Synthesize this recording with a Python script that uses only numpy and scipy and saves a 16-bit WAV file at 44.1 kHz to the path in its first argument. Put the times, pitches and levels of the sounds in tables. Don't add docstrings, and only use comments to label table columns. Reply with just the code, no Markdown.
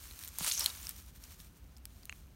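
import sys
import numpy as np
from scipy import signal
from scipy.fft import rfft, irfft
from scipy.io import wavfile

SR = 44100
rng = np.random.default_rng(int(sys.argv[2]) if len(sys.argv) > 2 else 0)


def to_wav(sig):
    pcm = np.clip(np.atleast_2d(sig), -1, 1) * 32767
    pcm = np.round(pcm).astype(np.int16)
    wavfile.write(sys.argv[1], SR, pcm.T)


N = 103635
BAND_LIMIT_HZ = 15900


def amp(db):
    return 10 ** (np.asarray(db) / 20)


def unit_rms(x):
    return x / np.sqrt(np.mean(x ** 2) + 1e-20)


def curve(rows, column=1):
    rows = np.array(rows)
    return np.interp(np.arange(N) / SR, rows[:, 0], rows[:, column])


def add(mix, start_s, sound):
    part = mix[max(round(start_s * SR), 0):][:len(sound)]
    part += sound[:len(part)]


def coloured(x, spectrum):
    table_hz, db = np.transpose(spectrum)
    hz = np.fft.rfftfreq(len(x), 1 / SR)
    gain = amp(np.interp(np.log(hz + 1), np.log(table_hz), db)) * (hz < BAND_LIMIT_HZ)
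    return unit_rms(irfft(rfft(x) * gain, len(x)))


def resonate(x, hz, width_hz):
    carrier = np.exp(2j * np.pi * np.cumsum(hz * np.ones(len(x))) / SR)
    pole = np.exp(-np.pi * width_hz / SR)
    return unit_rms((carrier * signal.lfilter([1], [1, -2 * pole, pole * pole], x / carrier)).real)


def grains(per_s, spread_db, grain_s):
    sizes = amp(spread_db * np.minimum(rng.exponential(1, N), np.pi))
    onsets = rng.random(N) < per_s / SR
    power = signal.lfilter([1], [1, -np.exp(-2 / (grain_s * SR))], (sizes * onsets) ** 2)
    return np.sqrt(power) * rng.standard_normal(N)


# f/Hz, relative level/dB
AIR_SPECTRUM = [(20, -24), (32, -15.5), (45, 0), (63, 3.5), (80, 1), (105, -11), (170, -10.5), (260, -17),
                (420, -25), (800, -29.5), (2000, -38), (5000, -43), (10500, -65), (13000, -45),
                (15500, -43)]

def outdoor_air():
    return amp(-55.5) * coloured(rng.standard_normal(N), AIR_SPECTRUM)


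def with_scatter(direct, decay_s=0.004, level_db=-19.5):
    t = np.arange(4096) / SR
    tail = rng.standard_normal(len(t)) * np.exp(-t / decay_s) * np.minimum(t / 0.00067, 1)
    return direct + amp(level_db) * signal.fftconvolve(direct, tail / np.linalg.norm(tail))[:N]


# t/s, level/dB
LITTER_LEVELS = [(0, -56.5), (.04, -52), (.085, -55), (.115, -54), (.15, -55.5), (.2, -51.5), (.275, -53),
                 (.305, -59), (.38, -52), (.7, -53), (.74, -50), (.8, -50.5), (.9, -50), (.94, -59.5),
                 (.985, -53.5), (1.05, -63.5), (1.09, -59), (1.13, -70.5), (1.16, -58), (1.19, -67),
                 (1.243, -55.5), (1.27, -61), (1.32, -55.5), (1.375, -65), (1.405, -54), (1.43, -63.5),
                 (1.465, -61), (1.5, -70), (1.55, -70.5), (1.57, -62), (1.6, -71.5), (1.75, -71),
                 (1.775, -72), (1.81, -74), (1.91, -67), (1.98, -66), (2.04, -65), (2.09, -70),
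                 (2.14, -63.5), (2.2, -64.5), (2.25, -71.5), (2.35, -72.5)]
# f/Hz, relative level/dB
LITTER_SPECTRUM = [(150, -36), (600, -9.5), (1200, -0.5), (2300, -1), (4300, 0.5), (5000, -1.5), (6200, 3),
                   (7600, -1), (9000, 2), (10500, -2.5), (12500, 2), (15500, 0)]

def leaf_litter():
    scrapes = grains(per_s=9000, spread_db=4.5, grain_s=0.00034)
    return amp(curve(LITTER_LEVELS)) * coloured(scrapes, LITTER_SPECTRUM)


# t/s, level/dB, f/Hz
GRIP_KNOCKS = [(.3858, -37, 950), (.4079, -41, 850), (.4107, -34, 170), (.4479, -37, 1100),
               (.4784, -34, 1100)]

def grip_knock(db, hz, decay_cycles=1.3):
    cycles = hz * np.arange(4096) / SR
    envelope = np.exp(-cycles / decay_cycles) * (1 - np.exp(-cycles / 0.11))
    return amp(db) * envelope * np.sin(2 * np.pi * cycles)


# t/s, level/dB, pitch factor, ring time factor, tilt/(dB per octave)
BEAK_CLACKS = [(2.0954, -28.5, 1.0, 0.93, -1), (2.1255, -30, .93, 0.62, -4)]
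# f/Hz, relative level/dB, t60/s
BEAK_MODES = [(1340, -4.5, 0.0042), (1970, -0.5, .005), (2755, 2, 0.0097), (2830, -18, 0.049),
              (4100, -13, 0.0095), (6770, -4.5, 0.0073), (8400, -4, 0.0018)]

def beak_clack(db, pitch, ring_factor, tilt_db):
    t = np.arange(2048) / SR
    ring = np.zeros(len(t))
    for k, (hz, mode_db, t60) in enumerate(BEAK_MODES):
        envelope = amp(mode_db + tilt_db * np.log2(hz / 2000) - 60 * t / (t60 * ring_factor))
        ring += (-1) ** k * envelope * np.sin(2 * np.pi * hz * pitch * t)
    return amp(db) * ring * np.minimum(t / 0.00022, 1)


# t/s, f/Hz, level/dB
STALK_RUB = [(.51, 6700, -78), (.527, 6400, -46), (.552, 6200, -41), (.562, 5900, -49), (.585, 6050, -37.5),
             (.612, 5600, -45.5), (.632, 5300, -42), (.66, 5200, -75.5)]

def stalk_rub():
    t = np.arange(N) / SR
    taut = (t > STALK_RUB[0][0]) & (t < STALK_RUB[-1][0])
    friction = grains(per_s=8200, spread_db=0, grain_s=0.0012)
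    return taut * amp(curve(STALK_RUB, column=2)) * resonate(friction, curve(STALK_RUB), width_hz=1020)


# t/s, crackle level/dB, crunch level/dB
TEAR_LEVELS = [(.375, -93, -75), (.395, -45.5, -59), (.422, -42.5, -51), (.445, -36, -55), (.456, -39, -51),
               (.476, -33, -44), (.498, -35.5, -54), (.507, -42.5, -56), (.526, -36.5, -61.5),
               (.562, -43.5, -92), (.578, -45.5, -52), (.598, -39, -52.5), (.622, -41, -46.5),
               (.655, -40, -53), (.675, -43.5, -51), (.71, -51.5, -58), (.75, -87, -76)]
# f/Hz, relative level/dB
CRACKLE_SPECTRUM = [(300, -30), (1500, -12), (3000, -1), (4400, 2), (5300, 0), (6500, 1), (8600, 0.5),
                    (10500, 1), (12300, -0.5), (15500, -5)]
CRUNCH_SPECTRUM = [(100, -30), (300, -10), (650, -7), (1100, -0.5), (1450, -0.5), (1800, -4), (2600, -3),
                   (4500, -10), (16000, -41)]

def tearing():
    crackle = coloured(grains(per_s=5000, spread_db=4, grain_s=0.00066), CRACKLE_SPECTRUM)
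    crunch = coloured(grains(per_s=3100, spread_db=1.5, grain_s=0.0012), CRUNCH_SPECTRUM)
    return amp(curve(TEAR_LEVELS)) * crackle + amp(curve(TEAR_LEVELS, column=2)) * crunch


# t/s, length/s, level/dB, f/Hz
STALK_SQUEAKS = [(0.3962, 0.004, -42, 6800), (0.5128, 0.0052, -29.5, 4270), (0.5195, 0.005, -32, 6590),
                 (0.546, 0.008, -42, 5920), (0.5765, 0.0032, -33, 6190), (0.5915, 0.0026, -42, 6300),
                 (0.6063, 0.0037, -30.5, 5150), (0.7002, 0.0067, -44, 3836), (0.829, 0.0028, -44.5, 6960),
                 (0.963, 0.0022, -53, 5750), (1.401, 0.0067, -60, 3850), (1.7658, 0.0043, -56.5, 5170),
                 (2.032, 0.0021, -52, 4660)]
# f/Hz, relative level/dB
CRACK_SPECTRUM = [(150, -28), (600, -13.5), (1300, -4), (2300, 2), (3300, 0.5), (5000, 2), (7000, -4.5),
                  (9000, 6.5), (10500, -2.5), (13000, 1), (15500, -4.5)]

def stalk_squeak(length_s, db, hz, tone_width_hz=130):
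    t = np.arange(1024) / SR
    envelope = np.minimum(t / 0.0002, 1) * np.exp(-np.maximum(t - 0.7 * length_s, 0) / 0.0012)
    phase_drift = np.cumsum(rng.standard_normal(len(t))) * np.sqrt(2 * np.pi * tone_width_hz / SR)
    tone = unit_rms(envelope * np.sin(2 * np.pi * hz * t + phase_drift))
    friction = resonate(rng.standard_normal(len(t)), hz, width_hz=4100)
    rasp = unit_rms(envelope * coloured(friction, CRACK_SPECTRUM))
    return amp(db) * (amp(-3) * tone + amp(-4) * rasp) * np.sqrt(length_s / t[-1])


def fracture(samples, onset_s, smear_s=0.0006):
    f = np.fft.rfftfreq(samples, 1 / SR)
    delay_s = onset_s + smear_s * np.maximum(1 - f / BAND_LIMIT_HZ, 0)
    return unit_rms(irfft(np.exp(-2j * np.pi * np.cumsum(delay_s) * f[1])))


# t/s, crack level/dB, tilt/(dB per octave), ring f/Hz, ring level/dB
FIBRE_BREAKS = [(0.1106, -53, -6, 4200, -53.5), (0.1906, -45, 4.5, 9040, -62), (0.2067, -56, 7, 8180, -67),
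                (0.2268, -49, 6, 9600, -59), (0.2371, -44.5, 0.8, 9500, -54), (0.2483, -46, 19, 14100, -47),
                (0.2566, -50, 1.5, 10030, -63), (0.2767, -45, 2, 7000, -50), (0.2828, -45, 9, 9040, -57),
                (0.2892, -51, 0, 7490, -58.5), (0.3855, -33.5, 7.5, 9040, -34),
                (0.3888, -41.5, 1.5, 12400, -47), (0.4081, -44, -8, 6890, -47.5),
                (0.4457, -41, -8, 9000, -33.5), (0.4479, -50.5, -4, 8740, -49),
                (0.4643, -37.5, -2.5, 7800, -34.5), (0.476, -36, -2, 7360, -40),
                (0.4782, -41, 7, 8700, -40.5), (0.4894, -43, 4, 8480, -38), (0.5942, -35.5, 4.1, 8440, -39),
                (0.5959, -34, 11, 10000, -41), (0.6421, -37, 2, 13000, -46), (0.6444, -44, 11, 13390, -59),
                (0.6604, -27.5, 7, 4320, -25), (0.6612, -35.5, 4, 3270, -33.5),
                (0.7514, -51, -3.5, 12360, -60), (0.8694, -42, 0.5, 5460, -41.5),
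                (0.8925, -37, 7, 9270, -39), (0.8969, -56, -5, 12700, -60),
                (0.9093, -47.5, 2.2, 15460, -52), (1.2389, -52, 0.5, 5680, -50),
                (1.4016, -56, 5, 5300, -56), (1.7722, -59.5, 6, 6900, -68), (1.7822, -62, 1, 9000, -73),
                (1.8541, -43, 2.5, 9300, -66), (2.0545, -46.5, 4.5, 14700, -69)]

def fibre_snap(crack_db, tilt_db, hz, ring_db, rise_s=0.00026, ring_cycles=5):
    t = np.arange(1024) / SR
    attack = np.minimum(t / rise_s, 1)
    decay = np.exp(-t / 0.00015) + amp(-21) * np.exp(-t / 0.002)
    splinters = unit_rms(rng.choice([-1., 1.], len(t)) * attack * decay)
    burst = np.pad(amp(-0.5) * splinters + fracture(len(t), rise_s), 512)
    f = np.fft.rfftfreq(len(burst), 1 / SR)
    tilt = amp(tilt_db * np.log2((f + 300) / 6000))
    crack = coloured(irfft(rfft(burst) * tilt), CRACK_SPECTRUM)[500:1524]
    phase_drift = 0.09 * np.cumsum(rng.standard_normal(len(t)))
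    ring = np.sin(2 * np.pi * hz * t + phase_drift) * np.exp(-t * hz / ring_cycles) * attack
    snap = amp(crack_db) * unit_rms(crack) + amp(ring_db) * unit_rms(ring)
    return snap * np.sqrt(0.004 / t[-1])


def scene():
    near = tearing() + stalk_rub() + leaf_litter()
    for events, source in ((FIBRE_BREAKS, fibre_snap), (STALK_SQUEAKS, stalk_squeak),
                           (BEAK_CLACKS, beak_clack), (GRIP_KNOCKS, grip_knock)):
        for start_s, *settings in events:
            add(near, start_s, source(*settings))
    return (with_scatter(near) + outdoor_air())[None]


def record(dry):
    lowpass = signal.firwin(255, BAND_LIMIT_HZ, window=("kaiser", 8), fs=SR)
    return signal.oaconvolve(dry, lowpass[None], "same")


dry = scene()
out = record(dry)
to_wav(out)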